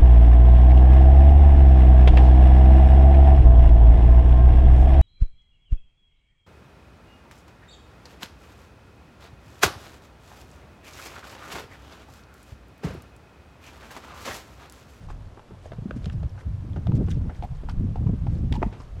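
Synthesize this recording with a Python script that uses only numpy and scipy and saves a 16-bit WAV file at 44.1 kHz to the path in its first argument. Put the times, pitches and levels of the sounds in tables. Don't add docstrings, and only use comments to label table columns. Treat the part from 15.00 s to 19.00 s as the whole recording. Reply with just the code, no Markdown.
import sys
import numpy as np
from scipy import signal
from scipy.fft import rfft, irfft, next_fast_len
from scipy.io import wavfile
from scipy.ndimage import uniform_filter1d

SR = 44100
rng = np.random.default_rng(int(sys.argv[2]) if len(sys.argv) > 2 else 0)


def output_pcm(signal):
    pcm = np.clip(np.atleast_2d(signal).T, -1, 1) * 32767
    wavfile.write(sys.argv[1], SR, np.round(pcm).astype(np.int16))


N = 176400
TOP_HZ = 15000


def undb(db):
    return 10 ** (np.asarray(db) / 20)


def unit(x):
    return x / np.sqrt(np.mean(x ** 2) + 1e-20)


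def crest(x, db):
    return x * undb(db) / np.sqrt(uniform_filter1d(x ** 2, 66).max() + 1e-20)


def add(out, start, x):
    i = max(int(start * SR), 0)
    out[i:i + len(x)] += x[:max(N - i, 0)]


def colour(x, points):
    hz, db = np.array(points, float).T
    n = 2 * next_fast_len(len(x))
    f = np.arange(n // 2 + 1) * SR / n
    cepstrum = irfft(np.log(undb(np.interp(np.log(f + 1), np.log(hz), db))))
    cepstrum[1:n // 2] *= 2
    cepstrum[n // 2 + 1:] = 0
    return irfft(rfft(x, n) * np.exp(rfft(cepstrum)))[:len(x)]


def ring(x, modes):
    out = 0
    for k, (hz, width, db) in enumerate(modes):
        band = signal.butter(2, [hz / (1 + width / hz), hz + width], "band", fs=SR, output="sos")
        out += (-1) ** k * undb(db) * signal.sosfilt(band, x)
    return out


# (frequency [Hz], gain [dB])
HUSH_SPECTRUM = [(180, -6.5), (300, -3), (597, -4.5), (1040, -12.5), (1350, -16.5), (1850, -18.5),
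                 (3220, -21), (3920, -24.5), (5620, -28.5), (11900, -38), (15000, -49)]

def forest_hush():
    return undb(-55) * unit(colour(rng.standard_normal(N), HUSH_SPECTRUM))


def forest_scatter(x, t60_s=0.55, level_db=-23):
    t = np.arange(SR // 2) / SR
    spectrum = [(200, -11.5), (900, -2), (1700, -3.5), (3000, -3.5), (12000, -13.5)]
    tail = colour(rng.standard_normal(len(t)), spectrum) * np.exp(-np.log(1000) * t / t60_s)
    return undb(level_db) * signal.fftconvolve(x, tail / np.sqrt(np.sum(tail ** 2)))[:N]


def turbulence(spectrum, smooth_s):
    swirl = colour(rng.standard_normal(N), spectrum)
    power = np.abs(signal.hilbert(swirl)) ** 2 / 2
    return swirl / np.sqrt(uniform_filter1d(power, int(smooth_s * SR)))


# (time [s], rumble level [dB], flutter level before trim [dB])
GUSTS = [(0.0, -42.5, -48.5), (0.29, -42.5, -54), (0.48, -62, -66), (0.519, -42, -38.5), (0.57, -47, -67),
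         (0.82, -38, -59), (0.87, -57, -47), (0.9, -37, -42.5), (1.261, -25.5, -42), (1.292, -45.5, -53),
         (1.348, -32.5, -56), (1.428, -46, -74), (1.468, -27.5, -40), (1.55, -26, -50.5),
         (1.58, -33.5, -45), (1.79, -29.5, -36), (1.83, -34.5, -43.5), (1.88, -21.5, -30), (2.03, -23, -24),
         (2.06, -25, -32), (2.26, -27.5, -31.5), (2.34, -41, -48.5), (2.45, -32.5, -39.5), (2.48, -49, -50),
         (2.521, -30, -64), (2.6, -42.5, -66), (2.62, -39.5, -44), (2.872, -22.5, -27.5),
         (2.962, -34.5, -43.5), (3.011, -22, -32.5), (3.1, -24, -32.5), (3.2, -32, -38.5),
         (3.269, -21.5, -37.5), (3.34, -27, -29.5), (3.5, -25, -34), (3.519, -20, -21), (3.55, -30, -34.5),
         (3.68, -28.5, -45), (3.72, -40.5, -43), (3.92, -46.5, -57.5), (4.0, -29.5, -40)]
# (time [s], level before trim [dB])
DEEP_SWELL = [(0.0, -54), (0.1, -36), (0.4, -58.5), (1.19, -39.5), (1.44, -64), (1.49, -46), (2.25, -31.5),
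              (2.34, -40.5), (2.75, -32.5), (2.78, -23), (2.83, -35.5), (3.69, -30.5), (3.74, -53.5),
              (4.0, -35)]
# (frequency [Hz], gain [dB])
SWELL_SPECTRUM = [(10, -9.5), (28, 1), (42, 3.5), (55, 1), (75, -14.5), (150, -65), (1000, -120)]
RUMBLE_SPECTRUM = [(30, -24.5), (55, -6), (78, 0.5), (115, -2.5), (155, -10), (185, -21), (240, -48),
                   (400, -80.5), (3000, -120)]
FLUTTER_SPECTRUM = [(100, -40.5), (140, -8.5), (170, 4), (210, -3.5), (280, -7), (400, -28), (600, -31),
                    (1200, -75.5), (6000, -110)]
EDDY_SPECTRUM = [(130, -24), (220, 0.5), (300, 3), (400, -1), (550, -10), (900, -25.5), (2000, -51.5),
                 (8000, -85.5)]

def wind(swell_trim_db=1.5, flutter_trim_db=-3, patch_s=0.011, strong_gust_db=-23, eddy_growth=1.59):
    t = np.arange(N) / SR
    times, rumble_levels, flutter_levels = np.array(GUSTS).T
    swell_db = np.interp(t, *np.array(DEEP_SWELL).T)
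    rumble_db = np.interp(t, times, rumble_levels)
    flutter_db = np.interp(t, times, flutter_levels)
    patch_db = 4.5 * np.interp(t / patch_s, np.arange(2000), np.clip(rng.standard_normal(2000), -2, 1))
    eddy_db = -35.5 + eddy_growth * (flutter_db - strong_gust_db) + patch_db
    swell = undb(swell_db + swell_trim_db) * turbulence(SWELL_SPECTRUM, 0.15)
    rumble = undb(rumble_db) * turbulence(RUMBLE_SPECTRUM, 0.091)
    flutter = undb(flutter_db + flutter_trim_db + patch_db / 2) * turbulence(FLUTTER_SPECTRUM, 0.03)
    eddies = undb(eddy_db) * turbulence(EDDY_SPECTRUM, 0.023)
    return swell + rumble + flutter + eddies


# (time [s], pitch [Hz], level [dB])
BUFFETS = [(0.784, 151, -26.5), (0.82, 126, -27), (.856, 204, -22), (0.892, 225, -31.5), (.962, 234, -26.5),
           (1.065, 162, -22), (1.139, 139, -30), (1.24, 122, -29.5), (1.644, 140, -26.5),
           (1.775, 106.5, -18), (1.888, 138, -13.5), (1.936, 136, -16), (1.983, 283, -24.5),
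           (2.009, 137, -13.5), (2.168, 130, -18), (2.808, 232, -25), (2.841, 205, -23), (3.01, 190, -22.5),
           (3.061, 163, -18.5), (3.092, 169, -14.5), (3.133, 230, -21.5), (3.261, 90.5, -19),
           (3.434, 232, -26), (3.578, 198, -20.5), (3.662, 206.4, -20.5)]

def buffets(swell_s=0.0036, edge_db=-15.5):
    out, t = np.zeros(N), np.arange(SR // 8) / SR
    for start, hz, db in BUFFETS:
        swell = t * np.exp(-t / swell_s)
        body = np.sin(2 * np.pi * hz * t) * swell
        edge = colour(rng.standard_normal(len(t)) * swell, EDDY_SPECTRUM)
        add(out, start, crest(body, db) + crest(edge, db + edge_db))
    return out


GRAINS_PER_S = 800

def grain_clicks(spread_db):
    clicks = (rng.random(N) < GRAINS_PER_S / SR) * rng.choice([-1, 1], N)
    return clicks * undb(spread_db * np.minimum(rng.exponential(size=N), 4))


def gravel(spread_db, ring_s=0.00061):
    out, t = np.zeros(N), np.arange(128) / SR
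    for when, pitch, size in rng.random((int(GRAINS_PER_S * N / SR), 3)):
        gain = undb(spread_db * min(-np.log(1 - size), 3))
        add(out, when * N / SR, gain * np.sin(2 * np.pi * pitch * TOP_HZ * t) * np.exp(-t / ring_s))
    return unit(out)


# (middle time [s], half length [s], level [dB])
HOOF_SLIDES = [(.037, 0.022, -60), (0.108, 0.013, -54.5), (0.655, 0.02, -58.5), (0.971, 0.0085, -54.5),
               (1.043, 0.049, -62.5), (1.129, .0055, -54.5), (1.404, 0.013, -58.5), (1.964, .0092, -52.5),
               (2.101, 0.049, -60.5), (2.113, 0.0085, -44.5), (2.37, 0.024, -60.5), (2.44, 0.016, -61),
               (2.562, 0.014, -62.5), (2.697, 0.0043, -50.5), (2.709, .01, -57), (3.35, 0.045, -62),
               (3.554, 0.012, -51.5), (3.644, 0.037, -61), (3.816, 0.027, -60)]
# (frequency [Hz], gain [dB])
GRIT_SPECTRUM = [(600, -12), (1500, 7.5), (3400, 1.5), (5700, -1.5), (8000, -6.5), (11000, -16),
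                 (13000, -22), (15000, -24.5)]

def scrapes(loose_db=-71.5, shuffle_db=-61.5):
    t = np.arange(N) / SR
    power = sum(undb(2 * db) * np.exp(-((t - mid) / half) ** 2) for mid, half, db in HOOF_SLIDES)
    crunch = unit(colour(gravel(spread_db=5.5) + 1.1 * rng.standard_normal(N), GRIT_SPECTRUM))
    loose = unit(colour(gravel(spread_db=2.5), GRIT_SPECTRUM))
    shuffle = unit(ring(grain_clicks(spread_db=2.0), [(780, 570, 9), (1450, 600, -3)]))
    return np.sqrt(power) * crunch + undb(loose_db) * loose + undb(shuffle_db) * shuffle


# (time [s], pitch [Hz], level [dB])
CLINKS = [(.663, 6540, -56), (1.099, 2750, -41), (1.131, 5400, -55), (1.295, 5400, -54.5),
          (1.733, 3350, -50.5), (1.87, 3580, -42.5), (2.1055, 5800, -44), (2.116, 3440, -39.5),
          (2.1224, 3420, -48), (2.695, 4550, -43.5), (2.698, 5400, -46.5), (2.7125, 4470, -53),
          (3.5251, 3400, -29.5), (3.5277, 3110, -36), (3.5432, 3500, -49)]
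# (frequency [x pitch], gain [dB])
CLINK_MODES = [(.72, -3), (1, 8.5), (1.66, -11), (2.55, -14.5)]

def pebbles(ring_s=0.0015):
    out, t = np.zeros(N), np.arange(SR // 8) / SR
    for start, hz, db in CLINKS:
        clink = sum(undb(gain) * np.sin(2 * np.pi * k * hz * t) for k, gain in CLINK_MODES)
        add(out, start, crest(clink * np.exp(-t / ring_s), db))
    return out


# (time [s], pitch [Hz], level [dB])
FLAT_LANDINGS = [(2.435, 735, -31.5), (2.972, 723, -44), (3.552, 863, -33.5)]
# (frequency [x pitch], gain [dB])
CUP_MODES = [(1, 0), (1.082, -2), (3.148, -23)]

def clops(rise_s=0.0041, decay_s=0.0054, wobble_rad=0.33):
    out, t = np.zeros(N), np.arange(SR // 8) / SR
    envelope = (1 - np.exp(-t / rise_s)) / (1 + np.exp(t / decay_s - 1.5))
    for start, hz, db in FLAT_LANDINGS:
        wobble = wobble_rad * unit(uniform_filter1d(rng.standard_normal(len(t)), size=120))
        phase = 2 * np.pi * hz * t + wobble
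        tone = sum(undb(gain) * np.sin(k * phase) for k, gain in CUP_MODES)
        add(out, start, crest(tone * envelope, db))
    return out


# (time [s], contact decay [ms], thud level [dB], knock pitch [Hz],
# knock level [dB], clack pitch [Hz], clack level [dB], stone click level [dB])
HOOF_BLOWS = [(.087, 3.6, -63, 920, -40.5, 1300, -58, -67), (.101, 6, -46, 780, -39.5, 1240, -40, -60),
              (.373, 3.6, -41.5, 840, -46.5, 1240, -50, -75), (.394, 3.8, -47, 860, -45, 1150, -49.5, -56),
              (.508, 11.6, -38.5, 520, -63, 1290, -57, -69), (.657, 7.1, -41, 578, -35, 1300, -64, -69),
              (.718, 5.4, -37, 580, -37, 1440, -42, -53), (.733, 3.8, -38.5, 750, -51, 1400, -52, -54),
              (0.9088, 1.7, -33, 555, -31, 1290, -29.5, -43.5), (1.044, .6, -38, 710, -59, 1510, -55, -43),
              (1.0575, 1.7, -47, 655, -43, 1350, -47, -37), (1.0985, 3, -55, 1320, -60, 1410, -43.5, -51),
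              (1.23, 4.7, -40.5, 554, -35.5, 1240, -47, -56.5),
              (1.377, 22, -55, 885, -49, 1350, -48.5, -65),
              (1.7614, 9.1, -35, 690, -38, 1370, -41.5, -54.5),
              (1.869, 3.9, -37, 636, -31.5, 1290, -43, -45), (1.919, 2.7, -42, 960, -40, 1130, -47, -52),
              (2.084, 4.3, -31.5, 650, -44, 1190, -46.5, -54),
              (2.295, 14, -38, 715, -39.5, 1480, -44.5, -57),
              (2.424, 4.5, -37.5, 770, -32.5, 1150, -46, -45),
              (2.633, 7.1, -40.5, 600, -44, 1300, -56.5, -65),
              (2.6873, 2.5, -60, 854, -32.5, 1380, -41, -52),
              (2.696, 9.6, -67, 926, -44.5, 1320, -41, -49.5), (2.957, 7, -34, 805, -32.5, 1150, -57, -54),
              (3.068, 7.4, -60.5, 900, -40.5, 1200, -60, -56.5),
              (3.268, 5, -59, 780, -33, 1400, -47.5, -52), (3.5251, 2.7, -56, 940, -38, 1280, -55, -36),
              (3.5385, 5.6, -59, 830, -37, 1200, -59, -46), (3.6195, 1.3, -21.5, 600, -29, 1090, -53, -58),
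              (3.6271, 3.3, -24.5, 782, -20, 1970, -30, -58), (3.63, 2, -20, 730, -24.5, 1130, -25, -62),
              (3.726, 40, -39, 824, -47, 1300, -50, -54), (3.801, 10, -43, 1040, -43.5, 1310, -59, -59),
              (3.968, 0.99, -44, 613, -48, 1170, -52.5, -63)]
# (frequency [Hz], half width [Hz], gain [dB])
THUD_MODES = [(308, 320, -4.5), (510, 175, -5.5)]
# (frequency [x clack pitch], half width [x frequency], gain [dB])
CLACK_MODES = [(1, 0.19, 8.5), (1.42, 0.43, -9), (2.02, 0.39, -10)]
# (frequency [Hz], gain [dB])
CLICK_SPECTRUM = [(1200, -7.5), (2400, 13), (3400, 7.5), (5600, -3), (10500, -19), (15000, -35)]

def hoof_strikes(push_s=0.0001, rattle_gain=0.29, tail_db=-28, tail_s=0.027, knock_q=2.87):
    out, t = np.zeros(N), np.arange(SR // 8) / SR
    push = 0.86 * t / push_s * np.exp(-t / push_s)
    attack = 1 - np.exp(-t / 0.000052)
    tail = undb(tail_db) * np.exp(-t / tail_s)
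    lowpass = signal.butter(4, 3600, fs=SR, output="sos")
    for start, decay_ms, thud_db, knock_hz, knock_db, clack_hz, clack_db, click_db in HOOF_BLOWS:
        contact = np.exp(-1000 * t / decay_ms)
        rattle = rng.standard_normal((4, len(t))) * (contact + tail) * attack
        force = push + rattle_gain * rattle
        thud = crest(ring(force[0], THUD_MODES), thud_db)
        knock = crest(ring(force[1], [(knock_hz, knock_hz / knock_q / 2, 0)]), knock_db)
        wall_modes = [(k * clack_hz, k * clack_hz * width, db) for k, width, db in CLACK_MODES]
        clack = crest(signal.sosfilt(lowpass, ring(force[2], wall_modes)), clack_db)
        click = crest(colour(rattle[3], CLICK_SPECTRUM), click_db)
        add(out, start, thud + knock + clack + click)
    return out


def scene():
    hooves = hoof_strikes() + clops() + pebbles() + scrapes()
    hush = forest_hush()
    return (hooves + forest_scatter(hooves) + buffets() + wind() + hush)[None]


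def record(dry):
    return signal.sosfilt(signal.ellip(8, .2, 70, TOP_HZ, fs=SR, output="sos"), dry)


dry = scene()
out = record(dry)
output_pcm(out)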